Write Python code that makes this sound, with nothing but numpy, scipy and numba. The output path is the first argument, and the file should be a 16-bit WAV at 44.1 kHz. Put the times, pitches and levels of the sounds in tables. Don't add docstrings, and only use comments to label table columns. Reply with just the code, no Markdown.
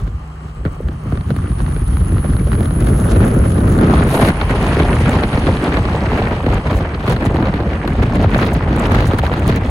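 import sys
import numpy as np
from scipy import signal
from scipy.fft import rfft, irfft, next_fast_len
from scipy.io import wavfile
from scipy.ndimage import uniform_filter1d
from numba import njit

SR = 44100
rng = np.random.default_rng(int(sys.argv[2]) if len(sys.argv) > 2 else 0)


def to_wav(sig):
    pcm = np.clip(np.atleast_2d(sig), -1, 1) * 32767
    pcm = np.round(pcm).astype(np.int16)
    wavfile.write(sys.argv[1], SR, pcm.T)


N = 427769
SIZE = next_fast_len(N)
TIME_S = np.arange(N) / SR
HZ = np.maximum(np.arange(SIZE // 2 + 1) * SR / SIZE, 1)

# time_s, level_db
ROAR_LEVEL = [(0, -42), (.3, -41.5), (.6, -41.5), (1.08, -39), (1.54, -36.5), (2.89, -35), (3.7, -33),
              (4, -34), (4.8, -30), (6.1, -32.5), (6.9, -40), (7.67, -37.5), (8.8, -45.5), (9.7, -54)]
# frequency_hz, gain_db
ROAR_COLOUR = [(24, -37), (40, 1), (120, -3.5), (260, -16), (550, -22.5), (800, -15), (980, -18.5),
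               (1200, -19.5), (1500, -31.5), (2050, -31.5), (2400, -31.5), (2750, -30.5), (3200, -32),
               (3450, -49), (4200, -39.5), (7000, -53), (11000, -60), (15800, -82)]
# pitch_hz, level_db
ENGINE_PARTIALS = [(65, -34), (157, -35), (237, -50.5), (291, -53)]
# time_s, pitch_hz, rush_db, tone_db
TURBO_WHISTLE = [(0, 7660, -64, -75), (.5, 7800, -61, -66), (1, 8500, -60, -76), (1.5, 9190, -49, -52),
                 (2, 10000, -45.5, -50), (2.5, 10110, -44.5, -52), (3, 10230, -43.5, -46),
                 (3.5, 10250, -43.5, -47), (3.75, 9960, -47.5, -58), (4.05, 9350, -47, -49),
                 (4.25, 9220, -40, -49), (4.5, 9110, -65, -44.5), (5.1, 9070, -59, -40.5),
                 (5.3, 8960, -49, -48), (5.5, 8730, -49, -51), (5.8, 8200, -53, -72), (7, 8230, -61, -85)]
# start_s, level_db, pitch_hz
WIND_KNOCKS = [(0.803, -13, 464), (0.885, -23, 305), (1.609, -28, 312), (2.011, -21, 380),
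               (2.248, -20, 388), (3.283, -13, 493), (3.751, -11, 328), (4.19, -7, 600), (4.799, -6, 330),
               (5.769, -14, 500), (5.849, -14, 450), (6.463, -3, 479), (7.343, -5.5, 301), (7.405, -8, 300),
               (7.427, -8, 300), (7.601, -14, 406), (8.706, -12, 320), (8.985, -7, 415)]
# start_s, snap_db, thump_db, tick_db
HARD_EDDIES = [(0.076, -21, -27, -72), (0.652, -12.5, -10, -64), (0.803, -40, -28, -66),
               (0.886, -14, -19.5, -60), (1.057, -36, -19, -66), (1.123, -15, -7, -65),
               (1.154, -18, -19, -65), (1.174, -14, -21, -62), (1.21, -15, -36, -61), (1.305, -9, -11, -42),
               (1.364, -13, -18, -39), (1.442, -20, -18, -62), (1.518, -18, -22, -62),
               (1.604, -12, -20, -56), (1.664, -15, -34, -60), (1.764, -13, -18, -57),
               (1.97, -13, -34, -48), (2.121, -16, -16, -54), (2.144, -19, -28, -56),
               (2.182, -12, -23, -51), (2.261, -18, -32, -52), (2.306, -13, -19, -58),
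               (2.335, -14, -26, -58), (2.367, -11, -18, -54), (2.409, -22, -15, -62),
               (2.47, -17, -15, -53), (2.518, -9, -30, -48), (2.53, -4.5, -32, -48), (2.553, -13, -24, -52),
               (2.607, -9, -9, -38), (2.629, -20, -15, -58), (2.657, -12, -18, -46), (2.708, -13, -12, -52),
               (2.762, -22, -12, -53), (3.204, -11.5, -7, -37), (3.28, -11, -10, -30),
               (3.363, -20, -5, -52), (3.749, -18, -14, -47), (3.789, -10, -22, -38), (3.812, -8, -8, -33),
               (4.079, -14, -24, -38), (4.095, -15, -24, -38), (4.149, -5, -18, -46), (4.19, -14, -25, -33),
               (4.286, 1, -4, -34), (4.413, 1, -14, -64), (4.495, -4, -18, -54), (4.799, -1, -7, -61.5),
               (5.009, -25, -9, -57), (5.235, -2, -11, -52), (5.329, -10, -10, -52), (5.375, -5, -7, -56),
               (5.468, -4, -7, -57), (5.77, -2, -11, -60), (5.853, -7, -14, -55), (6.175, -6, -24, -45),
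               (6.463, -8, -7, -58), (7.078, -2.5, -8, -48), (7.125, -6.5, -25, -40), (7.163, -6, -19, -61),
               (7.223, -13, -13, -52), (7.259, -16, -8, -51), (7.367, -10, -26, -56),
               (7.426, -9.5, -13, -50), (7.539, -6, -10, -48), (7.602, -12, -14, -71),
               (7.876, -4.5, -15, -37), (8.228, -12, -18, -44), (8.345, 1, -38, -53),
               (8.544, -15, -21, -50), (8.764, -8, -12, -38), (8.784, -11, -27, -48), (8.917, -5, -20, -51),
               (8.947, 0, -14, -46), (9.005, -6, -23, -52), (9.037, -13, -26, -48), (9.087, -9, -6.5, -45),
               (9.134, -7, -4, -46), (9.188, -3, -28, -55), (9.265, -2, -23, -43), (9.338, -5, -20, -42),
               (9.494, -6, -5, -48)]
# frequency_hz, gain_db
SNAP_COLOUR = [(250, -35), (800, 5), (1500, 3), (3000, -9.5), (4300, -9.5), (5400, -30), (9000, -42)]
THUMP_COLOUR = [(30, 39.5), (100, 44), (300, 37.5), (600, 29), (1000, 8), (3000, -27)]
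TICK_COLOUR = [(3000, -24), (4500, -6), (6500, 2), (11000, 7.5), (15800, -9)]
# low_hz, high_hz
EDDY_BANDS = [(30, 130), (150, 350), (400, 900), (1500, 5000), (11500, 15500)]
# frequency_hz, gain_db
EDDY_COLOUR = [(20, -96), (43, 1), (88, 0.5), (207, -5.5), (1050, -25), (2200, -32), (4200, -41),
               (5500, -48), (7800, -46.5), (11000, -57.5), (15800, -59.5)]
# time_s, rumble_db, flutter_db, flap_db, rasp_db, crackle_db
MEAN_WIND = [(0, -10.5, -36, -40, -41, -70), (0.15, -20, -46, -48, -59, -82),
             (0.25, -39, -43, -52, -51, -80), (0.6, -25.5, -41, -42.5, -53, -78),
             (1.1, -23, -26, -46, -48, -68), (1.5, -12.5, -26, -49, -43.5, -69),
             (2.2, -13.5, -20, -38, -38.5, -69), (2.7, -8.5, -17, -30.5, -39, -59.5),
             (3.2, -9.5, -12.5, -20, -32, -59), (3.7, -10.5, -11, -20.5, -35, -56),
             (3.95, -11, -13.5, -17, -26.5, -67.5), (4.5, -14.5, -25.5, -29, -36, -66),
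             (5, -9.5, -20, -25, -31, -62), (5.8, -16.5, -21, -24, -32, -71.5),
             (6.5, -15, -21.5, -20, -30, -68.5), (7.5, -21.5, -21.5, -26, -35.5, -84.5),
             (8.2, -9.5, -18, -26.5, -32.5, -70.5), (9, -11.5, -15, -18.5, -26.5, -65),
             (9.7, -11.5, -18, -28, -33, -67)]
# middle_s, length_s, rumble_db, middle_bands_db, crackle_db
WIND_GUSTS = [(0.582, 0.052, 14, 1, 2), (0.665, 0.075, 11, 18, -7), (0.871, 0.14, 15.5, 4, 0),
              (1.073, 0.071, 18.5, 7.5, -7), (1.126, 0.042, 12, 12, -10), (1.261, 0.045, 17.5, 1, 0),
              (1.308, 0.046, 19, 10, 6), (1.389, 0.073, 6, 6.5, 2), (1.454, 0.094, -5, 6, -8),
              (1.604, 0.1, 10, 6, 2), (1.694, .05, 9, 3, 2), (1.81, 0.054, 10, 1.5, 0),
              (1.871, 0.055, 12, 3.5, 5), (2.013, 0.041, 0, 5, -6), (2.12, 0.17, 7, 1.5, 2),
              (2.25, 0.042, 9, 5.5, -2), (2.302, 0.034, 5, -1, 2), (2.437, 0.076, 3, -3, 0),
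              (2.508, 0.1, 6, 7.5, 6), (2.554, 0.043, -8, -1, 2), (2.63, 0.084, -7, 3.5, 12),
              (2.703, 0.052, -2, -5, -8), (2.93, 0.1, 9, 0.5, 3), (3.823, 0.054, -8, 5.5, -4),
              (3.954, 0.18, 0, 2, 12), (4.09, 0.11, -1, -2.5, 12), (4.15, 0.1, -2, 4, 15),
              (4.252, 0.22, -7, 8.5, 15), (4.293, .04, -4, 2, 6), (4.505, 0.026, 14, 6.5, 11),
              (4.656, 0.11, -5, 2, 8), (4.715, 0.76, 0, 8, 2.5), (4.912, 0.085, -3, 4.5, -5),
              (5.141, 0.27, 1, 6.5, 2), (5.516, 0.21, 0.5, 4, 4), (5.644, 0.21, -2, 6.5, 2),
              (5.787, 0.047, 7, 1, 11), (6.156, 0.15, -1, 3.5, 5), (6.541, 0.039, 11.5, 2, 6),
              (6.753, 0.19, 8, 3, 15), (7.092, 0.24, 5, 5, 23), (7.262, 0.046, 1, 3.5, 27),
              (7.4, 0.42, 5, 4, 10), (7.9, 0.062, 0, 0, 16), (8.034, 0.045, -6, 4, 17),
              (8.146, 0.059, -1.5, 7, 13), (8.224, 0.097, -6, 7.5, 13), (8.396, 0.21, -4, 7, 15),
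              (8.538, 0.029, 0, -1.5, 25), (8.672, 0.077, 7, -1.5, -6), (8.993, 0.23, 3.5, -2, 6.5),
              (9.078, 0.06, 6, -6.5, 15), (9.187, 0.037, -1, 5, 21), (9.246, 0.063, -1, 6.5, 17),
              (9.493, 0.12, -7, 5, 10), (9.566, 0.034, -14, 2, 15)]
# middle_s, length_s, drop_db
WIND_LULLS = [(0.534, 0.077, 8), (0.79, 0.065, 0), (0.994, 0.21, 3.5), (1.208, 0.11, 6), (1.472, 0.042, -1),
              (1.564, .045, 10), (1.756, 0.07, 3), (1.851, 0.052, 23), (1.923, 0.045, 0), (2.05, .05, 2),
              (2.22, 0.032, 9), (2.37, 0.049, 10), (2.506, 0.045, 10), (2.67, 0.038, 2), (2.764, .045, 2),
              (3.46, 0.65, 4.5), (4.33, 0.071, 3.5), (4.468, 0.057, 2.5), (5.275, 0.14, 3),
              (5.594, 0.073, 6), (6.396, 0.21, 6), (6.614, 0.12, 8), (6.882, 0.6, 5.5), (7.166, 0.11, 4.5),
              (7.51, 0.035, 8), (7.782, 0.065, 6), (8.28, 0.097, 1.5), (8.58, 0.42, 2.5), (8.884, .08, 3.5),
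              (9.196, 0.33, 7), (9.407, 0.064, 0), (9.595, 0.075, 5.5)]
# frequency_hz, gain_db
FRAME_COLOUR = [(450, 0.5), (700, -4.5), (950, -7), (1150, -1), (1400, 0.5), (1750, -1), (2400, -4.5),
                (2950, -4), (3450, -3), (4300, -4), (5500, -1.5), (7000, -1)]
# time_s, edge_hz
MONO_EDGE = [(0, 745), (1.6, 327), (3.8, 480), (4.1, 950), (4.6, 1130), (5.8, 1030), (9.7, 810)]


def undb(db):
    return 10 ** (np.asarray(db) / 20)


def unit(x):
    return x / np.sqrt(np.mean(x ** 2))


def curves(table):
    time_s, *columns = np.transpose(table)
    return [np.interp(TIME_S, time_s, column) for column in columns]


def colour(points):
    hz, db = np.transpose(points)
    return undb(np.interp(np.log(HZ), np.log(hz), db))


def band_db(gain, low_hz, high_hz):
    return 10 * np.log10(np.sum(gain[(HZ > low_hz) & (HZ < high_hz)] ** 2) / len(HZ))


def walk(rate):
    hold = int(SR / rate)
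    steps = np.repeat(rng.standard_normal(N // hold + 1), hold)
    return unit(uniform_filter1d(uniform_filter1d(steps, hold), hold)[:N])


@njit
def svf(x, hz, damp):
    band, high = np.empty(len(x)), np.empty(len(x))
    band_state, low_state = 0., 0.
    for i in range(len(x)):
        g = np.tan(np.pi * hz[i] / SR)
        v = (band_state + g * (x[i] - low_state)) / (1 + g * (g + damp))
        band[i], high[i] = damp * v, x[i] - damp * v - low_state - g * v
        band_state, low_state = 2 * v - band_state, low_state + 2 * g * v
    return band, high


def fade(kicks, decay_s, samples=1200):
    return np.convolve(kicks, np.exp(-np.arange(samples) / (decay_s * SR)))[:N]


def bumps(table):
    middle_s, length_s, *heights = np.transpose(table)
    t = np.arange(0, N, 64) / SR
    shape = np.cos(np.pi * np.clip((t - middle_s[:, None]) / length_s[:, None], -.5, .5)) ** 2
    return [np.interp(TIME_S, t, height @ shape) for height in heights]


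def blips(rows, cycles):
    out = np.zeros(N + SR)
    for start_s, db, hz in rows:
        size, at = int(cycles * SR / hz), int(start_s * SR)
        out[at:at + size] += undb(db) * np.hanning(size) * np.sin(2 * np.pi * hz * np.arange(size) / SR)
    return rfft(out[:N], SIZE)


def port_noise(shared):
    noise = rng.standard_normal((3, N))
    return np.sqrt(shared) * noise[0] + np.sqrt(1 - shared) * noise[1:]


def lag(seconds, in_step_hz):
    return np.exp(-1j * np.pi * seconds * (HZ - in_step_hz) * np.array([[1], [-1]]))


def shelter(middle_s=3.95, move_s=0.4):
    return np.clip(.5 - (TIME_S - middle_s) / move_s, 0, 1)


def road_roar():
    shape = colour(ROAR_COLOUR)
    level_db, = curves(ROAR_LEVEL)
    roar = port_noise(shared=.45) * undb(level_db - band_db(shape, 880, 4000) + 1.33 * walk(20))
    return rfft(roar, SIZE) * shape * lag(.00041, in_step_hz=1480)


def engine_hum():
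    hum = 0
    for hz, db in ENGINE_PARTIALS:
        peak = np.sqrt(2) * undb(db + walk(21))
        pitch_hz = hz * (1 + 0.00804 * walk(6))
        hum += peak * np.sin(2 * np.pi * np.cumsum(pitch_hz) / SR)
    return hum


def turbocharger():
    pitch_hz, rush_db, tone_db = curves(TURBO_WHISTLE)
    rush = rng.standard_normal(N)
    for damp in (0.16, 0.24, 0.38):
        rush = svf(rush, pitch_hz, damp)[0]
    tone = svf(rng.standard_normal(N), pitch_hz, 0.0039)[0]
    return unit(rush) * undb(rush_db + 1.2 * walk(30.2)) + unit(tone) * undb(tone_db + 1.4 * walk(25))


def air_jet(start_s=4.075, end_s=4.302, edge_s=0.021, centre_hz=10200, width_hz=6400):
    gate = np.clip(np.minimum(TIME_S - start_s, end_s - TIME_S) / edge_s, 0, 1)
    hiss = rng.standard_normal((2, N)) * gate * undb(-36.5 + 4 * walk(400))
    return rfft(hiss, SIZE) * np.exp(-((HZ - centre_hz) / width_hz * 2) ** 4)


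def knocks():
    return blips(WIND_KNOCKS, cycles=2.9)


def spits(rasp_db, rate=260, low_hz=598, high_hz=4900, fall_db_per_octave=5.5, far_port_db=-5.5):
    when, pitch, size = rng.random((int(rate * N / SR), 3)).T
    octaves = pitch * np.log2(high_hz / low_hz)
    scatter_db = -5 * np.log(1 - .97 * size)
    level_db = rasp_db[(when * N).astype(int)] + 12 - fall_db_per_octave * octaves + scatter_db
    rows = zip(when * N / SR, level_db, low_hz * 2 ** octaves)
    return blips(rows, cycles=3.1) * undb([[0], [far_port_db]])


def eddy_pops(levels_db, stray_rate=22):
    start_s, *parts_db = np.transpose(HARD_EDDIES)
    kicks = np.zeros((3, N))
    kicks[:, (start_s * SR).astype(int)] = undb(parts_db)
    chance = rng.random((int(stray_rate * N / SR), 4)).T
    at = (chance[0] * N).astype(int)
    _, _, flap_db, rasp_db, crackle_db = levels_db
    stray_db = np.array([rasp_db[at] + 15.5, flap_db[at] + 6.5, crackle_db[at]])
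    kicks[:, at] += undb(stray_db - np.log(1 - .95 * chance[1:]))
    snaps, pushes, ticks = kicks
    inside = shelter()
    snap_envelope = fade(snaps * inside, 0.0021) + undb(-3) * fade(snaps * (1 - inside), 0.0047)
    front = (2.1 + 2.4 * inside) * snaps
    snap = snap_envelope * rng.standard_normal((2, N)) + front
    tick = fade(ticks, 0.002) * rng.standard_normal((2, N))
    ragged_wake = undb(-28.5) * fade(pushes, 0.011, samples=3000) * rng.standard_normal(N)
    parts = (snap, SNAP_COLOUR), (pushes + ragged_wake, THUMP_COLOUR), (tick, TICK_COLOUR)
    return sum(rfft(part, SIZE) * colour(points) for part, points in parts)


def small_eddies(rate, scatter_db, length_s):
    when, size = rng.random((int(rate * N / SR), 2)).T
    kicks = np.zeros(N)
    np.add.at(kicks, (when * N).astype(int), undb(-scatter_db * np.log(1 - .97 * size)))
    return np.convolve(kicks, np.hanning(int(length_s * SR)), "same")


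def wind_levels():
    rumble, flutter, flap, rasp, crackle = curves(MEAN_WIND)
    low_gust, middle_gust, top_gust = bumps(WIND_GUSTS)
    lull, = bumps(WIND_LULLS)
    swing = middle_gust - lull
    heave = walk(9.7)
    return [rumble + low_gust - 0.44 * lull + heave, flutter + swing, flap + swing,
            rasp + 0.96 * swing, crackle + top_gust - 0.97 * lull]


def wind_buffeting(levels_db):
    shape = colour(EDDY_COLOUR)
    trims_db = [db - band_db(shape, *band) for db, band in zip(levels_db, EDDY_BANDS)]
    band_octaves = np.log2([np.sqrt(low * high) for low, high in EDDY_BANDS])
    gust = 0.84 * walk(13) + 0.75 * walk(45)
    flaps = small_eddies(rate=28, scatter_db=4.5, length_s=0.029)
    tears = small_eddies(rate=160, scatter_db=3.5, length_s=0.0089)
    ticks = small_eddies(rate=120, scatter_db=5.5, length_s=0.0012)
    noise = port_noise(shared=0.25)
    spectrum = 0
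    for octave in np.arange(5, 15):
        place = np.interp(octave, band_octaves, np.arange(5))
        below = min(int(place), 3)
        gain_db = trims_db[below] + (place - below) * (trims_db[below + 1] - trims_db[below])
        rough = np.clip((octave - 4.5) / 6.25, 0, 1.2)
        fine = np.clip((octave - 12) / 1.7, 0, 1)
        lumpy = 0.31 * np.exp(-((octave - 8) / 5.3) ** 2)
        crackle = (1 - 0.19 * fine) * tears + 10.7 * fine * ticks
        flicker_db = rough * (gust + 1.1 * walk(30) + 1.4 * walk(110)) + 0.98 * walk(22)
        texture = unit(undb(flicker_db) * (1 + 0.29 * rough ** 2 * crackle + lumpy * flaps))
        passband = np.cos(np.pi / 2 * np.clip(np.log2(HZ) - octave, -1, 1)) ** 2
        spectrum += passband * rfft(noise * texture * undb(gain_db), SIZE)
    return spectrum * shape


def scene():
    levels_db = wind_levels()
    smear = ((1 - 1j * HZ / 170) / (1 + 1j * HZ / 170)) ** 10
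    wind = (wind_buffeting(levels_db) + eddy_pops(levels_db)) * smear
    truck = road_roar() + rfft(engine_hum() + turbocharger(), SIZE)
    air = truck + wind + knocks() + spits(rasp_db=levels_db[3]) + air_jet()
    by_frame = irfft(air * colour(FRAME_COLOUR), SIZE)[:, :N]
    in_stream = irfft(air, SIZE)[:, :N]
    inside = shelter()
    return inside * by_frame + (1 - inside) * in_stream


def record(dry, drive=1.3, shelf_hz=7880, shelf_db=7, top_hz=15800):
    mid = np.tanh(drive * (dry[0] + dry[1]) / 2) / drive
    side = np.tanh(drive * (dry[0] - dry[1]) / 2) / drive
    edge_hz, = curves(MONO_EDGE)
    for _ in range(6):
        side = svf(side, 0.96 * edge_hz, 1.17)[1]
    ports = rfft([mid + side, mid - side], SIZE)
    second_port = 1j * undb(-13) * ports[1] * np.array([[1], [-1]])
    treble = (ports[0] + second_port) * lag(.00021, in_step_hz=5960)
    crossover = np.clip((HZ - 5600) / 1500, 0, 1)
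    lift = undb(shelf_db * np.clip((HZ - shelf_hz) / 100, 0, 1))
    stereo = irfft((ports * np.sqrt(1 - crossover ** 2) + treble * crossover) * lift, SIZE)[:, :N]
    over = np.maximum(np.abs(stereo) - .6, 0)
    stereo -= np.sign(stereo) * (over - .22 * np.tanh(over / .22))
    stereo = signal.sosfilt(signal.butter(2, 15, "high", fs=SR, output="sos"), stereo)
    return signal.sosfilt(signal.ellip(8, .2, 70, top_hz, fs=SR, output="sos"), stereo)


dry = scene()
out = record(dry)
to_wav(out)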